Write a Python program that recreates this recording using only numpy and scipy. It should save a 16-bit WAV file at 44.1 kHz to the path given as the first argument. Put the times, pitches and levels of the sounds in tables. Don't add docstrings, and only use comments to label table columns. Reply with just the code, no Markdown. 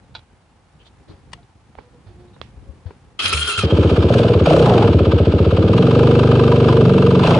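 import sys
import numpy as np
from scipy import signal
from scipy.fft import rfft, irfft, next_fast_len
from scipy.io import wavfile
from scipy.ndimage import uniform_filter1d, minimum_filter1d

SR = 44100
rng = np.random.default_rng(int(sys.argv[2]) if len(sys.argv) > 2 else 0)


def transcribe(signal):
    frames = np.atleast_2d(signal).T
    limited = np.clip(frames, -1, 1)
    pcm = np.round(limited * 32767).astype(np.int16)
    wavfile.write(sys.argv[1], SR, pcm)


def how_loud(loudness_db):
    steps = np.asarray(loudness_db, float) / 20
    return 10 ** steps


N = 326008
FIRST_BLOW_S, IDLE_PER_S = 3.6351, 15

# start in seconds [s], peak level [dB], pitch [Hz], time to fade by 60 dB [s].
FOOTFALLS = [(0.136, -42, 97, 0.077), (0.311, -57, 45.8, 0.08), (0.312, -44, 67.3, 0.1),
             (0.747, -42, 152, 0.052), (1.093, -29, 112, 0.041), (1.254, -40, 92, 0.073),
             (1.329, -51, 169, 0.16), (1.556, -55, 75.4, 0.088), (1.771, -37, 45.8, 0.08),
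             (1.773, -31, 63, 0.048), (1.936, -50, 58.6, 0.082), (2.061, -41, 99, 0.14),
             (2.18, -48, 115, 0.15), (2.4, -40, 88.8, 0.052), (2.557, -40, 56.7, 0.24),
             (2.684, -28.5, 69.6, 0.078), (2.855, -21.5, 85, 0.072)]


def in_time(rows):
    s, *columns = np.transpose(rows)
    return [np.interp(np.arange(N) / SR, s, c) for c in columns]


def between(t0, t1):
    return np.interp(np.arange(N) / SR, [t0, t0 + .003, t1 - .003, t1], [0, 1, 1, 0])


def rms_one(x):
    return x / np.sqrt(np.mean(x ** 2) + 1e-20)


def sine(cycles):
    return np.sin(2 * np.pi * cycles)


def fading(db, t, t60):
    return how_loud(db - 60 * t / t60)


def low_pass(x, order, hz):
    return signal.sosfilt(signal.butter(order, hz, fs=SR, output="sos"), x)


def resonance(x, hz, width_hz):
    r = np.exp(-np.pi * width_hz / SR)
    poles = [1, -2 * r * np.cos(2 * np.pi * hz / SR), r * r]
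    return signal.lfilter([(1 - r * r) / 2, 0, (r * r - 1) / 2], poles, x)


def flicker(flicker_hz):
    return rms_one(low_pass(rng.standard_normal(N), 2, flicker_hz))


def grit(grain_db, flicker_hz):
    return rng.standard_normal((2, N)) * how_loud(grain_db * flicker(flicker_hz))


def at_hz(points, hz):
    curve_hz, value = np.transpose(points)
    return np.interp(np.log(hz), np.log(curve_hz), value)


def coloured(spectrum, source):
    # pitch [Hz], likeness from 0 to 1 [share].
    likeness = [(150, 0.87), (700, 0.72), (1200, 0.62), (2000, 0.29), (2500, 0.54), (3500, 0.28),
                (5000, 0.18), (9000, 0.62)]
    size = next_fast_len(N)
    hz = np.maximum(np.arange(size // 2 + 1) * SR / size, 1)
    mid, side = rfft(source, size) * how_loud(at_hz(spectrum, hz))
    alike = np.clip(at_hz(likeness, hz), 0, 1)
    pair = np.sqrt(1 + alike) * mid + np.sqrt(1 - alike) * side * [[1], [-1]]
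    return irfft(pair, size)[:, :N]


def add(out, s, sound):
    i = round(s * SR)
    out[..., i:i + sound.shape[-1]] += sound[..., :N - i]


def street():
    # time [s], level over the still street [dB].
    stir = [(0, 5), (.45, 0), (1.1, 8), (1.4, 5.5), (1.55, 1), (1.77, 5), (2.4, 10.5), (2.95, 8.5),
            (3.16, 4.5)]
    # pitch [Hz], level per Hz [dB].
    rumble_colour = [(12, -46.5), (20, -17), (27, -20.5), (48, 0.5), (90, 1.5), (471, -17), (551, -16),
                     (600, -40), (780, -45), (1320, -120)]
    # pitch [Hz], level per Hz [dB].
    rustle_colour = [(180, -28.5), (300, -11), (597, -7.5), (634, -6.5), (830, -1.5), (949, -6), (1320, -9),
                     (1830, -12), (9370, -27), (10500, -12), (13900, -64.5), (22000, -120)]
    stir_db, = in_time(stir)
    steps, t = np.array(FOOTFALLS)[:, 0], np.arange(N) / SR
    last_step = steps[np.clip(np.searchsorted(steps, t) - 1, 0, None)]
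    since = np.abs(t - last_step)
    shuffle_db = -1.5 + 3 * np.clip(1.5 - since / 0.073, 0, 1)
    rumble = rms_one(coloured(rumble_colour, grit(2.65, 34)))
    rustle = rms_one(coloured(rustle_colour, grit(0.7, 54)))
    return how_loud(-55 + stir_db + shuffle_db) * rumble + how_loud(-60 + 0.26 * stir_db) * rustle


def bumps():
    # time [s], left over right [dB].
    walk_pan = [(0, -1), (.7, -3), (1.2, 7), (1.7, 0.1), (2.2, -9), (2.7, 17), (3.1, 7)]
    out, t = np.zeros(N), np.arange(int(.2 * SR)) / SR
    for s, db, hz, t60 in FOOTFALLS:
        swell = 1 - np.exp(-t * hz * 0.51)
        add(out, s, fading(db + 13.5, t, t60) * swell * sine(hz * t))
    return out * how_loud(np.outer([.5, -.5], in_time(walk_pan)[0]))


def clicks():
    # pitch [Hz], level [dB], time to fade by 60 dB [s].
    key_modes = [(825, 0.5, 0.012), (1400, -2.5, 0.017), (2370, -5, 0.0079), (2870, -8, 0.0088),
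                 (3420, 0, 0.012), (3860, 3, .012), (4500, -8, 0.013)]
    # pitch [Hz], level [dB], fade time [s].
    switch_modes = [(1090, 7.5, 0.019), (1275, 2, 0.041), (1880, 8, 0.015), (2370, 2, .01),
                    (2830, 7.5, 0.014), (3370, -1, 0.017), (3920, -5, 0.015), (4390, 0, 0.025),
                    (6670, -16, 0.012), (7950, -12, 0.0099)]
    # pitch [Hz], level [dB], fade time [s].
    lever_modes = [(474, 8, 0.0062), (1120, 4, 0.0079), (1860, -6, 0.006), (2730, -2, .006),
                   (3350, 6, .008), (4000, 1, 0.016), (4800, -4, 0.006)]
    # pitch [Hz], level [dB], fade time [s].
    panel_modes = [(273, 8, 0.029), (400, 8.5, 0.037), (820, 6, 0.019), (1290, -20, 0.011),
                   (1800, -20, .01), (2288, -6, 0.015), (3860, -20, .012)]
    # pitch [Hz], level [dB], fade time [s].
    cloth_modes = [(500, 5, 0.0056), (1400, -9, 0.0031), (3270, -6, 0.0027), (4280, -6, .004)]
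    # pitch [Hz], level [dB], fade time [s].
    latch_modes = [(700, 12, 0.0091), (1100, -2, 0.0063), (1750, -5, .006), (3100, -17, .006)]
    # scrape swell [s], scrape fade [s], tap over scrape [dB], dull above [Hz].
    strikes = [
        (0.0025, 0.015, 2, 4100),
        (0.0034, 0.018, -15, 12000),
        (.0004, .004, 20, 3500),
        (0.00097, 0.024, -9, 2100),
        (0.0096, 0.31, -20, 4100),
        (.0006, .01, 9, 3500),
    ]
    # start [s], peak level [dB].
    key_touches = [
        (.144, -42),
        (.151, -20.5),
        (.155, -24),
        (.159, -36),
        (.163, -28),
        (.171, -33),
        (.182, -40),
        (0.192, -38),
        (1.429, -47),
    ]
    # start [s], peak level [dB].
    switch_touches = [
        (1.317, -43),
        (1.330, -19.5),
        (2.339, -60),
        (2.489, -55),
    ]
    # start [s], peak level [dB].
    lever_touches = [
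        (2.415, -16),
    ]
    # start [s], peak level [dB].
    panel_touches = [
        (.329, -48),
        (1.111, -36),
        (1.7856, -27),
        (1.808, -40),
        (2.363, -34),
        (2.906, -27),
    ]
    # start [s], peak level [dB].
    cloth_touches = [
        (.79, -48),
        (1.075, -41.5),
        (1.11, -44),
        (1.77, -43),
        (2.06, -45),
        (2.19, -48),
        (2.855, -39),
    ]
    # start [s], peak level [dB].
    latch_touches = [
        (1.753, -33),
        (.866, -41),
    ]
    # time [s], left over right [dB].
    hand_pan = [(0, -3), (.8, -8), (1.3, 4.5), (1.8, -11), (2.4, -11), (2.9, 2)]

    out, t = np.zeros((2, N)), np.arange(int(.15 * SR)) / SR
    all_modes = key_modes, switch_modes, lever_modes, panel_modes, cloth_modes, latch_modes
    all_touches = key_touches, switch_touches, lever_touches, panel_touches, cloth_touches, latch_touches
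    for modes, (swell_s, dies_s, tap_db, dull_hz), touches in zip(all_modes, strikes, all_touches):
        for s, db in touches:
            noise = rng.standard_normal((2, len(t)))
            scrape = fading(0, np.maximum(t - swell_s, 0), dies_s) * np.minimum(t / swell_s, 1) ** 2
            push = (noise[0] + 1.05 * noise) * scrape
            push[:, 0] -= 10 * how_loud(tap_db)
            sound = sum(how_loud(mode_db) * t60 * resonance(push, hz, 2.17 / t60) for hz, mode_db, t60 in modes)
            sound = low_pass(sound, 4, dull_hz)
            scattered = rms_one(resonance(resonance(noise[:, ::-1], 2200, 2500), 2200, 2500))
            tail = fading(-34, t, .25) * np.minimum(t / .008, 1) * scattered
            pan_db = np.interp(s, *np.transpose(hand_pan))
            pan = how_loud([[pan_db / 2], [-pan_db / 2]])
            add(out, s, how_loud(db) * (sound / np.abs(sound).max() + tail) * pan)
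    return out


def scuffs():
    # start [s], length [s], pitch [Hz], width [Hz], level [dB].
    rubs = [
        (.79, .05, 2900, 500, -55.5),
        (.845, 0.049, 3400, 1100, -52.5),
        (2.27, .03, 3900, 250, -66),
        (2.328, 0.039, 3800, 250, -60),
        (1.075, 0.059, 4000, 900, -57),
        (1.07, 0.076, 310, 120, -45),
    ]
    out, noise = np.zeros((2, N)), rng.standard_normal((2, int(.1 * SR)))
    for s, length, hz, width_hz, db in rubs:
        t = np.arange(int(min(length, .1) * SR)) / SR
        band = rms_one(resonance(resonance(noise, hz, width_hz), hz, 2 * width_hz))
        add(out, s, how_loud(db) * np.sin(np.pi * t / length) * band[:, :len(t)])
    return out


def creaks():
    # start [s], length [s], pitch [Hz], level [dB].
    groans = [
        (1.34, .08, 700, -56),
        (1.82, .07, 490, -51),
        (1.93, 0.066, 485, -51.5),
        (2.081, 0.26, 356, -52),
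        (2.632, .1, 549, -58),
        (2.84, 0.064, 490, -54),
    ]
    out = np.zeros(N)
    for (s, length, hz, db), chance in zip(groans, rng.standard_normal((len(groans), 12))):
        t = np.arange(int(length * SR)) / SR
        uneven = np.interp(t * 40, np.arange(12), chance)
        tone = np.sin(2 * np.pi * hz * t + 0.25 * uneven) + how_loud(-12.5) * sine(2 * hz * t)
        add(out, s, how_loud(db + 4.9 * uneven) * np.sqrt(np.abs(np.sin(np.pi * t / length))) * tone)
    return out


def strokes():
    # start [s], gear level [dB], whine level [dB], top level [dB], overtone level [dB].
    turns = [
        (3.188, -24.5, -38, -36, -37),
        (3.222, -23.5, -43, -39, -53),
        (3.324, -27, -33.5, -36, -39),
        (3.472, -26.5, -29.5, -34.5, -35),
        (3.573, -27.5, -32.5, -36.5, -40),
        (3.643, -32.5, -54, -61, -72),
    ]
    # time [s], share of a full jolt [ratio].
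    slack_jolts = [
        (3.188, 0.73),
        (3.255, 0.99),
        (3.327, 1.05),
        (3.47, 0.18),
        (3.491, 0.63),
        (3.578, 1.1),
        (3.591, 1.2),
        (3.609, 0.28),
    ]
    kick_db, labour_db = (6.4, 15, 3.5, 3), (2.5, 7.2, 15, 6.5)
    t, rows = np.arange(N) / SR, np.array(turns)
    k = np.clip(np.searchsorted(rows[:, 0], t) - 1, 0, len(rows) - 1)
    jolt = sum(share * (t > s) * np.exp(-np.abs(t - s) / 0.0098) for s, share in slack_jolts)
    left = np.append(rows[1:, 0], np.inf)[k] - t
    sag = np.clip(1 - left / 0.056, 0, 1)
    level_db = rows[k, 1:].T + np.outer(kick_db, jolt) - np.outer(labour_db, sag)
    return uniform_filter1d(level_db, size=221, axis=1)


def puffs():
    # start [s], pitch [Hz], ring level [dB], rush level [dB], ring fade time [s].
    breaths = [
        (3.24, 91.2, -43.5, -37, 0.96),
        (3.338, 74.8, -32.5, -31.5, 0.54),
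        (3.576, 97, -34, -34.5, 0.32),
    ]
    ring, rush, t = np.zeros(N), np.zeros(N), np.arange(int(.2 * SR)) / SR
    swell = np.minimum(t / 0.0098, 1)
    ending = np.clip((.15 - t) / 0.02, 0, 1)
    for s, hz, ring_db, rush_db, t60 in breaths:
        tone = sine(hz * t) + 0.21 * sine(2 * hz * t)
        add(ring, s, swell * fading(ring_db + 16.5, t, t60) * tone * ending)
        add(rush, s, fading(rush_db, t, 0.1))
    return ring + (rush + how_loud(-51)) * rms_one(resonance(rng.standard_normal(N), 460, 180))


def starter():
    # time [s], pitch [Hz].
    whine_pitch = [(3.19, 1320), (3.27, 1245), (3.33, 1330), (3.41, 1410), (3.45, 1400), (3.475, 1450),
                   (3.53, 1310), (3.575, 1440), (3.615, 1225)]
    # multiple of the whine pitch [ratio], level [dB].
    overtones = [(2, 7.5), (3, -2), (5, -11)]
    # pitch [Hz], level per Hz [dB].
    grind_colour = [(290, -5), (500, -9), (857, -11), (1380, 6), (1970, -14.5), (3170, 8.5), (3560, 0),
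                    (4200, 1.5), (5720, -11.5), (9670, 1.5), (10700, -76), (13900, -56), (22000, -120)]
    # pitch [Hz], width [Hz], level [dB].
    gear_modes = [(1840, 14, -12.5), (2105, 35, -11), (2600, 420, -11.5), (3170, 84, -1), (4000, 430, -18),
                  (4900, 350, -16.5), (6400, 130, -27), (7040, 170, -21), (8470, 110, -10.5),
                  (10100, 640, -4.5)]
    # time [s], level [dB].
    ring_gear = [(3.19, -48), (3.6, -37), (3.75, -38), (3.95, -41), (4.05, -46), (4.25, -57)]
    gear_db, whine_db, top_db, over_db = strokes()
    whine_hz, = in_time(whine_pitch)

    broad = rms_one(coloured(grind_colour, grit(0.64, 105)))
    flat = coloured([(100, 0.013), (10000, 0.025)], grit(2.6, 93))
    tones = sum(how_loud(db + 5 * flicker(30)) * resonance(flat, hz, w) for hz, w, db in gear_modes)
    teeth = 0.71 * broad + rms_one(tones)
    grind = rms_one(low_pass(teeth, 4, 5400))
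    top = signal.sosfilt(signal.butter(6, [5200, 10300], "band", fs=SR, output="sos"), teeth)
    top = how_loud([[3.0], [-5.0]]) * rms_one(top)

    wobble = flicker(70)
    turned = 2 * np.pi * np.cumsum(whine_hz) / SR
    whine = np.sin(turned + .5 * wobble) + 0.27 * np.sin(.3 * turned + .5 * wobble)
    whine = whine * (1 + .5 * wobble)
    over = sum(how_loud(db + 3.7 * flicker(25)) * np.sin(k * (turned + 0.23 * wobble)) for k, db in overtones)

    ring = np.sin(2 * np.pi * 3162 * np.arange(N) / SR + .4 * flicker(30))
    ring = ring * how_loud(in_time(ring_gear)[0] + 1.5 * flicker(25)) * between(3.19, 5.7)
    motor = how_loud(gear_db + 3.0) * grind + how_loud(top_db + 7.0) * top
    motor = motor + how_loud(whine_db + 4.0) * whine + how_loud(over_db + 3.0) * over
    return between(3.19, 3.66) * (motor + puffs()) + ring


def crank():
    # time [s], exhaust blows per second [1/s].
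    blow_rate = [(3.631, 8.391), (3.772, 17.193), (3.886, 14.702), (4.079, 16.484), (4.142, 22.063),
                 (4.249, 20.253), (4.439, 15.078), (4.528, 33.077), (4.585, 33.1), (4.716, 24.578),
                 (4.961, 16.507), (5.23, 14.303), (5.659, 18.002), (5.868, 23.929), (6.016, 25.032),
                 (7.188, 23.177), (7.287, 28.371), (7.344, 24.08)]
    speed, = in_time(blow_rate)
    return speed, np.cumsum(speed * (np.arange(N) > FIRST_BLOW_S * SR)) / SR


def gas_heat():
    # time [s], gas heat from 0 idle to 3 wide open [steps].
    held = [(5.47, 0), (5.70, .3), (5.92, 2), (6.78, 1.9), (6.86, 1)]
    # start [s], heat in the pipe [steps], open time [s], muffler stays hot [s].
    snaps = [
        (4.10, .6, .2, .21),
        (4.468, 3, .17, .36),
        (7.242, 3, .02, .3),
    ]
    rise_s, fall_s = .02, .05
    t = np.arange(N) / SR
    pipe = muffler = in_time(held)[0]
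    for s, heat, open_s, hot_s in snaps:
        hot_times = np.cumsum([s - rise_s, rise_s, hot_s, fall_s])
        hot = np.interp(t, hot_times, [0, 3, 3 - 1.9 * hot_s, 0])
        open_times = np.cumsum([s - rise_s, rise_s, open_s, fall_s])
        blown = np.interp(t, open_times, [0, heat, heat * .85, 0])
        muffler = np.maximum(muffler, hot)
        pipe = np.maximum(pipe, np.maximum(blown, .22 * hot))
    return pipe, np.maximum(muffler, pipe)


def engine_db(speed, heats, idle_db, per_speed_db, per_pipe_db, per_muffler_db):
    return idle_db + per_speed_db * (speed - IDLE_PER_S) + per_pipe_db * heats[0] + per_muffler_db * heats[1]


def at_heat(states, heat):
    return np.array([np.interp(heat, range(len(states)), c) for c in np.reshape(states, (len(states), -1)).T])


def rough_running():
    # start [s], length [s], extra bark [dB], extra rasp [dB], extra rattle [dB].
    spells = [
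        (3.72, .32, 1, -5, 1.5),
        (4.114, 0.41, 1.5, -2, 1),
        (4.47, 0.072, 0.5, 16, 4),
        (4.603, .3, 1, 15.5, 3.5),
        (7.224, .2, -2, 15, 5),
    ]
    t, edge_s, total = np.arange(N) / SR, 0.05, 0
    for s, length, *extra_db in spells:
        times = np.cumsum([s - edge_s, edge_s, length, edge_s])
        total = total + np.outer(extra_db, np.interp(t, times, [0, 1, 1, 0]))
    return total


def exhaust(done, heats, boom_db, bark_db, rasp_db, ring_db):
    # pitch [Hz], level [dB], fade time [s], first swing + push / - pull [sign].
    pipe_idle = [(89.0, -17.4, 1.0, -1.0), (124.0, -8.0, 1.0, 1.0), (221.0, -20.0, 0.383, -1.0),
                 (267.0, -18.5, 1.0, -1.0), (369.0, -18.2, 0.174, -1.0), (442.0, -17.9, 0.28, -1.0),
                 (459.0, -16.5, 0.391, -1.0), (561.0, -21.5, 1.0, -1.0)]
    # pitch [Hz], level [dB], fade time [s], first swing [sign].
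    pipe_warm = [(98.0, -17.5, 1.0, -1.0), (131.0, -7.3, 0.197, 1.0), (187.0, -13.0, 1.0, -1.0),
                 (244.0, -12.9, 0.147, -1.0), (314.0, -25.0, 1.0, 1.0), (395.0, -21.7, 1.0, -1.0),
                 (427.0, -19.3, 1.0, 1.0), (457.0, -13.0, 0.189, -1.0)]
    # pitch [Hz], level [dB], fade time [s], first swing [sign].
    pipe_hot = [(114.0, -19.8, 1.0, -1.0), (139.0, -9.6, 0.897, 1.0), (182.0, -15.6, 0.301, -1.0),
                (262.0, -13.6, 0.329, -1.0), (453.0, -23.1, 1.0, 1.0), (467.0, -16.5, 0.918, -1.0),
                (524.0, -12.5, 1.0, 1.0), (583.0, -18.9, 0.058, 1.0)]
    # pitch [Hz], level [dB], fade time [s], first swing [sign].
    pipe_snap = [(81.0, -24.5, 1.0, -1.0), (148.0, -12.6, 0.156, 1.0), (188.0, -14.4, 1.0, -1.0),
                 (251.0, -30.0, 1.0, -1.0), (352.0, -22.0, 0.086, -1.0), (472.0, -17.5, 0.3, -1.0),
                 (542.0, -16.0, 0.154, 1.0), (602.0, -9.0, 0.099, -1.0)]
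    # pitch sag [per s], valve open time [s].
    blow = [
        (6.0, .0313),
        (0, .0361),
        (3.54, .0285),
        (3.59, .027),
    ]
    # dying time [s], rushing gas level [dB].
    blow_end = [
        (0.012, -51.5),
        (0.0032, -44.5),
        (0.0035, -24),
        (0.021, -30),
    ]
    # pitch [Hz], width [Hz], level [dB].
    after_ring = [(322.2, 52, -23), (462.8, 21, -23.5), (860, 110, -37)]
    # time [s], pitch [Hz], level [dB].
    end_cap = [(4.4, 750, -48), (5.35, 750, -42), (5.65, 775, -28), (6.0, 815, -28), (6.3, 797, -28),
               (6.65, 795, -38)]

    times = np.searchsorted(done, np.arange(int(done[-1]) + 1), side="right") / SR
    pipes = np.array([pipe_idle, pipe_warm, pipe_hot, pipe_snap])
    t = np.arange(int(.075 * SR)) / SR
    column = t[:, None]
    layers = np.zeros((2, N))
    rush, spit, cap = np.zeros((3, N))
    cap_curves = in_time(end_cap)
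    for at, chance in zip(times, rng.standard_normal((len(times), 17))):
        i = int(at * SR)
        rough = np.clip((rasp_db[i] + 42) / 10, 0, 1)
        detune = .07 * rough * (heats[0][i] < 2) * chance[9:] * (np.arange(8) > 3)
        for layer, modes, heat_curve in zip(layers, (slice(0, 4), slice(4, 8)), heats):
            heat = heat_curve[i]
            hz, level_db, t60, swing = at_heat(pipes[:, modes], heat).reshape(4, 4).T
            sag, open_s = at_heat(blow, heat)
            dying_s, rush_db = at_heat(blow_end, heat)
            start_hz = hz * (1 + .008 * chance[8] + detune[modes])
            cycles = start_hz * column * (1 - sag * np.minimum(column, .05))
            choke = np.exp(-np.maximum(column - open_s, 0) / dying_s)
            rings = swing * fading(level_db + 1.4 * chance[modes], column, t60) * sine(cycles)
            add(layer, at, (rings * choke).sum(axis=1))
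        add(rush, at, how_loud(rush_db) * choke[:, 0])
        front = 785 * (1 + 0.15 * chance[7]) * t * (1 - 6 * np.minimum(t, .03))
        add(spit, at, -fading(rasp_db[i] + 11 + 1.6 * chance[6], t, 0.017) * sine(front))
        cap_hz, cap_db = (c[i] for c in cap_curves)
        add(cap, at, fading(cap_db + chance[5], t, .14) * sine(cap_hz * t))
        add(layers[1], at, -fading(-14, t, .035) * sine((540 + 30 * heat) * t))

    noise = rng.standard_normal((2, N))
    ring = sum(how_loud(db) * rms_one(resonance(noise[0], hz, w)) for hz, w, db in after_ring)
    ring = how_loud(ring_db) * ring * between(3.63, 8)
    roar = rush * rms_one(resonance(resonance(noise[1], 580, 360), 600, 1000))
    pipe = how_loud(boom_db + 1.5) * layers[0] + how_loud(bark_db - 3.5) * (layers[1] + roar + ring)
    rasp = rms_one(resonance(resonance(grit(3.5, 60)[0], 700, 270), 800, 500))
    rasp = how_loud(rasp_db) * between(4.6, 8) * rasp
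    return low_pass(pipe, 6, 730) + rasp + cap + resonance(spit, 750, 900)


def hard_firings():
    # time [s], length [s], extra clatter [dB], extra hiss [dB].
    knocks = [
        (3.874, .14, 1.5, 2),
        (7.288, 0.037, 2.5, 2.5),
        (3.91, 0.026, 1, 1.5),
        (4.138, 0.0095, 1.5, 4),
        (4.189, .014, 4.5, 6),
        (4.342, 0.0074, 2, -1),
        (4.462, 0.0035, 5.5, 10.5),
        (4.522, 0.009, 3, 1),
        (5.774, 0.0066, 4.5, 6),
        (6.697, 0.017, 4, 3),
    ]
    t = np.arange(N) / SR
    return sum(np.outer(extra_db, np.exp(-.5 * ((t - s) / length) ** 2)) for s, length, *extra_db in knocks)


def head(done, clatter_db, rattle_db, hiss_db, knock_db):
    # place before the blow [cycle share], length [cycle share], level [dB].
    contacts = [
        (.22, .075, 0),
        (.07, .04, -8),
        (.55, .06, -10),
        (.8, .05, -12),
    ]
    # pitch [Hz], level per Hz [dB].
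    clatter_colour = [(440, -40), (750, 6), (905, 2), (989, -5), (1080, 3), (1230, -3.5), (1350, -3),
                      (1560, 0), (1990, -10), (2200, -5.5), (3000, -2.5), (4930, -12), (5890, -26.5),
                      (10600, -52), (13800, -95), (22000, -120)]
    # pitch [Hz], level per Hz [dB].
    hiss_colour = [(4000, -48.5), (5200, -2.5), (5600, -3), (7000, -6.5), (8500, -10), (10200, -7.5),
                   (11000, -9.5)]
    # pitch [Hz], width [Hz], level [dB].
    casing = [(1006, 9.6, 4), (1296, 120, -0.5), (2600, 1300, -15), (3500, 230, -21.5), (4700, 1200, -21)]
    # pitch [Hz], width [Hz], level [dB].
    knock_modes = [(1200, 97, -22.5), (1010, 100, -24), (1384, 32, -38), (1527, 68, -33.5), (2656, 38, -37),
                   (3160, 43, -42.5), (4040, 36, -44.5), (4980, 49, -49)]
    strength = how_loud(1.5 * rng.standard_normal((len(contacts), int(done[-1]) + 3)))
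    shake = how_loud(rattle_db)
    for (before, length, db), each in zip(contacts, strength):
        place = done + before + .5
        pulse = np.exp(-.5 * ((place % 1 - .5) / length) ** 2)
        shake += how_loud(db) * each[place.astype(int)] * pulse
    source = grit(0.47, 480) * shake
    broad = rms_one(coloured(clatter_colour, source))
    tones = rms_one(sum(how_loud(db) * resonance(broad, hz, w) for hz, w, db in casing))
    hiss = coloured(hiss_colour, source + 0.42 * grit(1.0, 400))[0]
    low = rms_one(low_pass(broad + 0.74 * tones, 6, 5300))

    fired = np.diff(np.floor(done + 0.22), prepend=0) * strength[0][(done + .75).astype(int)]
    uneven = how_loud(1.8 * rng.standard_normal((len(knock_modes), int(done[-1]) + 1)))
    for (hz, w, db), each in zip(knock_modes, uneven):
        taps = fired * each[done.astype(int)] + 1e-18
        struck = rms_one(resonance(resonance(taps, hz, w), hz, 320))
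        low = low + 0.5 * how_loud(db + 24.0 + knock_db) * struck
    return between(3.62, 8) * (how_loud(clatter_db - 1.5) * low + how_loud(hiss_db - 1.0) * rms_one(hiss))


def squeaks():
    # start [s], length [s], first pitch [Hz], last pitch [Hz], level [dB].
    glides = [(3.70, 0.025, 3190, 3180, -24.5), (3.99, 0.082, 5200, 4950, -48),
              (4.437, .016, 6600, 6640, -44), (6.387, .035, 1000, 1005, -25),
              (6.511, .035, 973, 970, -21.5), (6.678, .035, 1022, 1015, -19), (6.805, .03, 1005, 1000, -37),
              (7.235, 0.0075, 3540, 3400, -23), (7.264, 0.0083, 2670, 2660, -21),
              (7.299, 0.0067, 1080, 1000, -23), (7.316, 0.013, 1290, 970, -19),
              (7.340, 0.0087, 2640, 2600, -20.5), (7.341, 0.0086, 2130, 2130, -27)]
    out = np.zeros(N)
    for s, length, from_hz, to_hz, db in glides:
        t = np.arange(int(length * SR)) / SR
        mean_hz = from_hz + (to_hz - from_hz) * t / length / 2
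        add(out, s, how_loud(db) * np.sin(np.pi * t / length) * sine(t * mean_hz))
    return out


def blasts():
    # start [s], pitch [Hz], level [dB].
    bright_blows = [(4.104, 553, -7), (4.152, 530, -14), (4.297, 524, -15), (4.470, 716, -8),
                    (4.508, 723, -3.5), (4.540, 640, -6), (4.570, 730, -12), (4.625, 740, -15.5),
                    (4.712, 765, -8), (4.745, 800, -14), (4.85, 600, -14), (7.245, 755, -14.5)]
    out, t = np.zeros(N), np.arange(int(0.044 * SR)) / SR
    for s, hz, db in bright_blows:
        add(out, s, -fading(db, t, 0.057) * np.minimum(t / .0015, 1) * sine(hz * t * (1 - 9 * t)))
    return out


def ports(pair, leads):
    size = next_fast_len(N)
    lead = at_hz_from_zero(leads, np.maximum(np.arange(size // 2 + 1) * SR / size, 1))
    return irfft(rfft(pair, size) * np.exp(.5j * lead * [[1], [-1]]), size)[:, :N]


def at_hz_from_zero(points, hz):
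    with np.errstate(divide="ignore"):
        return at_hz(points, hz)


def scene():
    # delay [s], level [dB].
    echoes = [
        (.0031, -31.5),
        (.0047, -19.5),
    ]
    # pitch [Hz], lead [radians].
    block_lead = [(0, 0), (1640, 0.54), (2150, -6.5), (2410, -6.5), (2840, -6), (4050, -7), (6290, -6),
                  (10400, -7.5)]
    # pitch [Hz], lead [radians].
    starter_lead = [(0, 0), (1640, 0.4), (1980, -2.5), (2410, -0.5), (3190, 4.5), (4050, 12.5), (5080, 12),
                    (10400, 13)]
    left_lead_s = .00002
    speed, done = crank()
    heats, k = gas_heat(), np.arange(N)
    boom_db = engine_db(speed, heats, -0.6, 0.072, 0.94, -1.1)
    bark_db = engine_db(speed, heats, 3, 0.4642, -1.5, 0.05)
    rasp_db = engine_db(speed, heats, -49, .5, -6, 4)
    ring_db = engine_db(speed, heats, 0.1, 0.051, 0.41, -1.17)
    clatter_db = engine_db(speed, heats, -30.5, 0.31, -1.26, 1)
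    rattle_db = engine_db(speed, heats, -7, -0.4152, 2.5, 0.1)
    hiss_db = engine_db(speed, heats, -54.5, 0.81, -1.97, 1)
    knock_db = engine_db(speed, heats, -1.2, -0.096, 2.5, -2.5)
    bark_db, rasp_db, rattle_db = np.array([bark_db, rasp_db, rattle_db]) + rough_running()

    since = np.maximum(k / SR - FIRST_BLOW_S, 0)
    weak_db = 2.5 * np.clip(1 - since / 0.1, 0, 1)
    pipe = exhaust(done, heats, boom_db - weak_db, bark_db - weak_db, rasp_db, ring_db) + blasts()
    pipe = pipe + how_loud(-41.5 + 0.66 * (speed - IDLE_PER_S)) * sine(2 * done)
    pipe = pipe + how_loud(engine_db(speed, heats, -38, 1, 1, -1)) * sine(3 * done)
    pair = np.zeros((2, N))
    for out, side, (s, db) in zip(pair, (1, -1), echoes):
        direct = np.interp(k + side * left_lead_s * SR / 2, k, pipe)
        out += direct + how_loud(db) * np.interp(k - s * SR, k, pipe)

    hiss_db = hiss_db + 4 * np.exp(-since / 0.62)
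    clatter_db, hiss_db = np.array([clatter_db, hiss_db]) + hard_firings()
    knock_db = knock_db + 2 * (since - 2)
    engine = pair + ports(head(done, clatter_db, rattle_db, hiss_db, knock_db), block_lead)
    person = street() + bumps() + clicks() + scuffs() + creaks()
    return person + ports(starter(), starter_lead) + engine + squeaks()


def band_limit(x):
    return signal.sosfilt(signal.butter(12, 10870, fs=SR, output="sos"), x)


def record(dry):
    ceiling = .81
    bass_cut = signal.butter(2, 36, "high", fs=SR, output="sos")
    top_cut = signal.cheby2(12, 50, 10800, fs=SR, output="sos")
    dry = signal.sosfilt(np.vstack([bass_cut, top_cut]), dry)
    over_db = np.maximum(20 * np.log10(np.abs(dry).max(axis=0) / ceiling + 1e-9), 0)
    slope_db = 900 * np.arange(N) / SR
    held_db = np.maximum.accumulate(over_db + slope_db) - slope_db
    ahead_db = uniform_filter1d(-minimum_filter1d(-held_db, size=101), size=101)
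    return band_limit(dry * how_loud(-ahead_db))


dry = scene()
out = record(dry)
transcribe(out)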